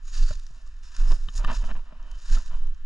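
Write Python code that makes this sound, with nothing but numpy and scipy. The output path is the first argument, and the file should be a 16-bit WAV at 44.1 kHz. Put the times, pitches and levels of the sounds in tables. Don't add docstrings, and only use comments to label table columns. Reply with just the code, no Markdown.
import sys
import numpy as np
from scipy import signal
from scipy.fft import rfft, irfft
from scipy.io import wavfile
from scipy.ndimage import uniform_filter1d

SR = 44100
rng = np.random.default_rng(int(sys.argv[2]) if len(sys.argv) > 2 else 0)


def unload_audio(sound):
    columns = np.transpose(np.atleast_2d(sound))
    steps = np.round(np.clip(columns, -1, 1) * 32767)
    wavfile.write(sys.argv[1], SR, steps.astype(np.int16))


N = 125685
TIME = np.arange(N) / SR
PADDED = 2 ** 17 + 2 ** 14
FREQS = np.maximum(np.arange(PADDED // 2 + 1) * SR / PADDED, 1)

# (time [s], level [dB], rise [s], hold [s], fall [s], tilt [dB/octave], ring [Hz], ring gain [dB])
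LEAF_SWEEPS = [(0.074, -54, 0.051, 0.075, 0.027, 1.5, 6750, 9.5),
               (0.144, -45, 0.047, 0.16, 0.096, 1, 4510, 9), (0.39, -65, 0.037, 0.062, 1, 2.5, 6700, -1),
               (0.831, -56.5, 0.0083, 0.062, 0.051, 0.5, 5280, 6),
               (0.95, -51, 0.077, 0.15, 0.17, -1, 3770, -2),
               (1.114, -49, 0.11, 0.0058, 0.09, 8.5, 5220, 11),
               (1.222, -60.5, 0.11, 0.16, .1, 0.5, 6600, 0), (1.365, -44, 0.039, 0.014, 0.039, 6, 6620, 5),
               (1.529, -44.5, 0.078, 0.04, 0.052, 0.5, 5450, 2),
               (1.624, -55, 0.1, .05, 0.19, 3, 3100, 13.5), (2.057, -59, 0.084, 0.11, .1, -4, 3060, 22.5),
               (2.314, -44, 0.17, 0.029, 0.19, 0.5, 5400, -1),
               (2.534, -63.5, 0.065, .03, 0.41, 0.5, 3090, 17)]
# (frequency [Hz], relative level [dB])
LITTER_SPECTRUM = [(100, -23), (220, 3), (400, -14), (650, -0.5), (1000, 2), (1600, -5), (3000, -8.5),
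                   (6000, -34), (10000, -70), (15000, -65)]


def from_db(db):
    return 10 ** (np.asarray(db) / 20)


def rms_one(x):
    return x / np.sqrt(np.mean(x ** 2) + 1e-20)


def at_hz(points):
    hz, value = np.transpose(points)
    return np.interp(np.log(FREQS), np.log(hz), value)


def bump(hz, width):
    return 1 / (1 + (2 * (FREQS - hz) / width) ** 2)


def mode(hz, t60):
    return bump(hz, np.log(1000) / (np.pi * t60))


def colour(x, curve_db):
    cepstrum = irfft(np.log(rms_one(from_db(curve_db))))
    cepstrum[1:PADDED // 2] *= 2
    cepstrum[PADDED // 2 + 1:] = 0
    return irfft(rfft(x, PADDED) * np.exp(rfft(cepstrum)))[..., :N]


def drift(hz):
    hop, run_in = 40, 2000
    pole = np.exp(-2 * np.pi * hz * hop / SR)
    noise = rng.standard_normal(N // hop + run_in + 2)
    slow = signal.lfilter([1], [1, -2 * pole, pole * pole], noise)[run_in:]
    return np.interp(np.arange(N) / hop, np.arange(len(slow)), rms_one(slow))


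def envelope(s, rise, hold, fall):
    before = np.maximum(s - TIME, 0) / rise
    after = np.maximum(TIME - s - hold, 0) / fall
    return 10 ** -np.minimum(before + after, 10)


def burst(s, fall):
    return rng.choice([-1, 1], N) * (TIME >= s) * envelope(s, fall, 0, fall)


def ring(s, hz, t60):
    age = np.maximum(TIME - s, 0)
    return np.sin(2 * np.pi * hz * age) * np.exp(-np.minimum(np.log(1000) * age / t60, 20))


def stereo_noise(width):
    mid, side = rng.standard_normal((2, N))
    return mid + width * side * [[1], [-1]]


def grains(force, per_s, spread_db):
    chance = np.clip(per_s / SR * force ** 0.6, 1e-4, 1)
    sizes = rms_one(from_db(spread_db * np.minimum(rng.exponential(1, N), 5)))
    signs = rng.choice([-1, 1], N)
    clicks = (rng.random(N) < chance) * sizes * signs * force / np.sqrt(chance)
    pan = 0.15 * rng.standard_normal(N)
    return clicks * (1 + pan * [[1], [-1]])


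def wood_air():
    # (frequency [Hz], relative level [dB])
    air_spectrum = [(60, -1), (160, -6), (235, -0.5), (420, -12.5), (800, -7), (1100, -2.5), (1700, -1),
                    (3000, -6.5), (6500, -19.5), (10000, -31), (14000, -52)]
    return from_db(-64) * colour(stereo_noise(width=0.43), at_hz(air_spectrum))


def microphone_rumble():
    # (time [s], level [dB], rise [s], hold [s], fall [s], wobble [Hz])
    sways = [(0.223, -13.5, 0.14, 0.016, 0.049, 22.6), (0.306, -25.5, .03, 0.093, 0.054, 18.5),
             (1.002, -13.5, 0.024, 0.12, 0.13, 22.4), (1.414, -16.5, 0.16, 0.016, 0.038, 29),
             (1.453, -17, 0.043, 0.046, 0.051, 15), (1.571, -19.5, 0.01, 0.029, 0.042, 28.96),
             (1.657, -18.5, 0.025, 0.052, 0.098, 9), (2.116, -35, 0.046, 0.039, 0.15, 34),
             (2.323, -12.5, 0.047, 0.04, 0.078, 21), (2.56, -22, 0.19, 0.072, 0.39, 13.2)]
    # (frequency [Hz], relative level [dB])
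    buffet_spectrum = [(8, -5), (16, 9), (26, -3), (40, -9), (60, -19.5), (100, -35.5), (200, -56),
                       (500, -86.5), (4000, -130)]
    steady_db, buffet_db = -35, -4.5
    wobble, motion = 0, 0
    for s, db, rise, hold, fall, hz in sways:
        sway = uniform_filter1d(from_db(db) * envelope(s, rise, hold, fall), size=900)
        wobble_hz = hz * np.exp(0.04 * drift(hz=5.67))
        wobble = wobble + sway * np.sqrt(2) * np.sin(2 * np.pi * np.cumsum(wobble_hz) / SR)
        motion = motion + sway
    air = np.hypot(from_db(steady_db), from_db(buffet_db) * motion) * stereo_noise(width=0.06)
    return wobble + colour(air, at_hz(buffet_spectrum))


def leaf_ticks():
    # (time [s], level [dB])
    leaf_cracks = [(0.354, -43.5), (0.393, -49), (0.397, -45), (0.466, -44.5), (0.546, -50.5),
                   (0.675, -52.5), (0.834, -49), (0.965, -35), (1.119, -34.5), (1.353, -41.5),
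                   (1.3778, -33.5), (2.027, -55.5), (2.1138, -43), (2.199, -58), (2.461, -43),
                   (2.671, -51.5), (2.746, -57)]
    # (frequency [Hz], relative level [dB])
    tick_spectrum = [(500, -33), (1600, 4), (3000, 3.5), (6500, 4.5), (8000, -6.5), (10500, -14),
                     (14000, -53)]
    single = sum(from_db(db) * burst(s, fall=0.0043) for s, db in leaf_cracks)
    stirred = sum(from_db(db - 24) * envelope(s, rise, hold, fall=0.34)
                  for s, db, rise, hold, *_ in LEAF_SWEEPS)
    strays = stirred * grains(np.ones(N), per_s=99, spread_db=3)
    return colour(single + strays, at_hz(tick_spectrum))


def twig_snaps():
    # (time [s], level [dB], splinter fall [s], crack gain [dB])
    snaps = [(1.2866, -34, .005, -8), (1.4434, -40, 0.0027, -6), (1.4474, -24, .008, -1)]
    # (frequency [Hz], gain [dB], t60 [s])
    twig_modes = [(680, -8, 0.0099), (1200, -1, 0.02), (1770, -6, 0.015), (3044, 1.5, 0.015),
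                  (3700, -4, 0.005)]
    body_power = sum(from_db(db) ** 2 * mode(hz, t60) for hz, db, t60 in twig_modes)
    body_db = 10 * np.log10(body_power / (1 + (FREQS / 5000) ** 4))
    notes = sum((-1) ** k * from_db(db + mode_db) * ring(s, hz, t60)
                for s, db, _, _ in snaps for k, (hz, mode_db, t60) in enumerate(twig_modes))
    splinters = sum(from_db(db - 5) * burst(s, fall) for s, db, fall, _ in snaps)
    cracks = sum(from_db(db + crack_db) * burst(s, fall=0.002) for s, db, _, crack_db in snaps)
    band = signal.butter(2, [750, 5000], "band", fs=SR, output="sos")
    return signal.sosfilt(band, notes + colour(splinters, body_db) + cracks)


def wood_knocks():
    # (time [s], level [dB], pitch [Hz])
    knocks = [(0.3075, -32, 597), (0.3085, -36, 1380), (0.504, -57, 700), (0.667, -52, 1163),
              (1.9235, -43.5, 630), (2.3705, -35, 1365)]
    notes = sum(from_db(db) * ring(s, hz, t60=0.039) for s, db, hz in knocks)
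    grit = sum(from_db(db - 10) * burst(s, fall=0.017) for s, db, _ in knocks)
    return notes + colour(grit, at_hz(LITTER_SPECTRUM))


def soil_thuds():
    # (time [s], crush level [dB], crush fall [s], thump level [dB], thump pitch [Hz])
    footfalls = [(0.307, -46, 0.047, -22, 84.6), (0.507, -80, 0.033, -41.5, 120),
                 (0.565, -70, 0.11, -56, 234), (1.01, -51, 0.074, -31, 118), (1.049, -52, 0.071, -58, 200),
                 (1.114, -35.5, 0.038, -34.5, 367), (1.283, -46.5, 0.029, -38, 149),
                 (1.442, -36, 0.013, -25, 138), (1.488, -42, 0.077, -21, 64.6),
                 (1.635, -49.5, .05, -27, 90), (1.71, -44, 0.059, -45, 101),
                 (1.755, -45, 0.055, -40.5, 168), (1.925, -59, 0.0083, -42.5, 194),
                 (2.314, -66, 0.035, -28.5, 95), (2.367, -49, 0.05, -35.5, 222),
                 (2.518, -53, 0.053, -44, 173)]
    # (frequency [Hz], relative level [dB])
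    soil_spectrum = [(30, -28.5), (80, 8), (160, 4), (260, -5.5), (450, -18.5), (1500, -40.5), (5000, -75),
                     (15000, -100)]
    crush = sum(from_db(db) * burst(s, fall) for s, db, fall, _, _ in footfalls)
    thump = sum(from_db(db) * ring(s, hz, t60=0.036) for s, _, _, db, hz in footfalls)
    lowpass = signal.butter(2, 400, fs=SR, output="sos")
    return colour(crush, at_hz(soil_spectrum)) + signal.sosfilt(lowpass, thump)


def litter_crunches():
    # (time [s], level [dB], rise [s], hold [s], fall [s])
    presses = [(0.54, -68, 0.039, 0.036, 0.21), (1.017, -52.5, 0.038, 0.12, 0.094),
               (1.112, -41, 0.01, 0.0038, 0.03), (1.396, -48, 0.081, 0.022, 0.058),
               (1.441, -30.5, 0.0018, 0.0056, 0.0049), (1.486, -32, 0.032, .035, 0.034),
               (1.633, -43.5, 0.059, 0.0098, 0.031), (1.699, -42, .05, 0.0155, .025),
               (1.752, -50.5, 0.0106, 0.014, .08), (1.867, -59, 0.11, 0.23, .2),
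               (2.369, -47.5, 0.078, 0.0059, 0.068), (2.515, -52, .04, 0.032, 0.058),
               (2.567, -60, 0.009, 0.0071, 0.074), (2.622, -59, 0.052, .045, 0.059)]
    flutter_db = 1.75
    fractures = 0
    for s, db, rise, hold, fall in presses:
        force = envelope(s, rise, hold, fall) * from_db(flutter_db * drift(hz=60))
        fractures = fractures + from_db(db) * grains(force, per_s=4000, spread_db=4)
    return colour(fractures, at_hz(LITTER_SPECTRUM))


def leaf_swishes():
    # (frequency [Hz], relative level [dB])
    swish_spectrum = [(150, -5.5), (450, -15.5), (800, -4.5), (1500, 3.5), (2500, 0.5), (4000, 0),
                      (6800, -2), (7800, -10), (10000, -18.5), (12000, -36), (15000, -48)]
    flutter_db = 2.56
    swishes = 0
    for s, db, rise, hold, fall, tilt, ring_hz, ring_db in LEAF_SWEEPS:
        force = envelope(s, rise, hold, fall) * from_db(flutter_db * drift(hz=45))
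        tone_db = at_hz(swish_spectrum) + tilt * np.log2(FREQS) + ring_db * bump(ring_hz, width=280)
        swishes = swishes + from_db(db) * colour(grains(force, per_s=9000, spread_db=2), tone_db)
    return swishes


def near_reflections(x):
    # (frequency [Hz], relative level [dB])
    spray_spectrum = [(100, -25), (280, 6.5), (700, 12), (1200, -7.5), (2200, -1.5), (3500, -8.5),
                      (6000, -17), (11000, 4)]
    decay = envelope(0, rise=1, hold=0, fall=0.015)
    spray = colour(rng.standard_normal(N) * decay, at_hz(spray_spectrum))
    side = signal.fftconvolve(x.mean(axis=0), rms_one(spray) / np.sqrt(N))[:N]
    return from_db(-14.5) * side * [[1], [-1]]


def scene():
    feet = leaf_swishes() + litter_crunches() + soil_thuds() + wood_knocks() + twig_snaps() + leaf_ticks()
    return wood_air() + feet + near_reflections(feet) + microphone_rumble()


def record(dry):
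    # (frequency [Hz], gain [dB], width [Hz])
    housing = [(804, -8, 138), (974, 4, 30), (1770, 5.5, 83), (2136, -10, 490), (3150, -2.5, 110),
               (3344, -10, 160), (4365, -6.5, 155), (5250, 5, 130), (6120, -1, 220), (6770, 6, 196),
               (8020, -6, 130)]
    # (frequency [Hz], left minus right [dB])
    port_balance = [(60, -2), (350, -2), (570, 3), (760, 1.5), (1400, 0), (1750, 3), (2500, 2.5), (3800, 4),
                    (4500, -2.5), (6700, -1.1), (8700, 0.7), (10500, 3.5)]
    # (frequency [Hz], left lead [rad])
    port_phase = [(300, -0.023), (850, 0.59), (1300, -.3), (1800, -0.91), (2150, -1.7), (2900, -1.23),
                  (4100, -0.78), (4900, -0.34)]
    housed = colour(dry, sum(db * bump(hz, width) for hz, db, width in housing))
    sides = np.array([[1], [-1]]) / 2
    ports = from_db(sides * at_hz(port_balance)) * np.exp(1j * sides * at_hz(port_phase))
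    padded = np.pad(housed, ((0, 0), (0, PADDED - N)), mode="linear_ramp")
    heard = irfft(rfft(padded) * ports)[:, :N]
    top_cut = signal.cheby2(12, 70, 16000, fs=SR, output="sos")
    return signal.sosfilt(top_cut, heard)


dry = scene()
out = record(dry)
unload_audio(out)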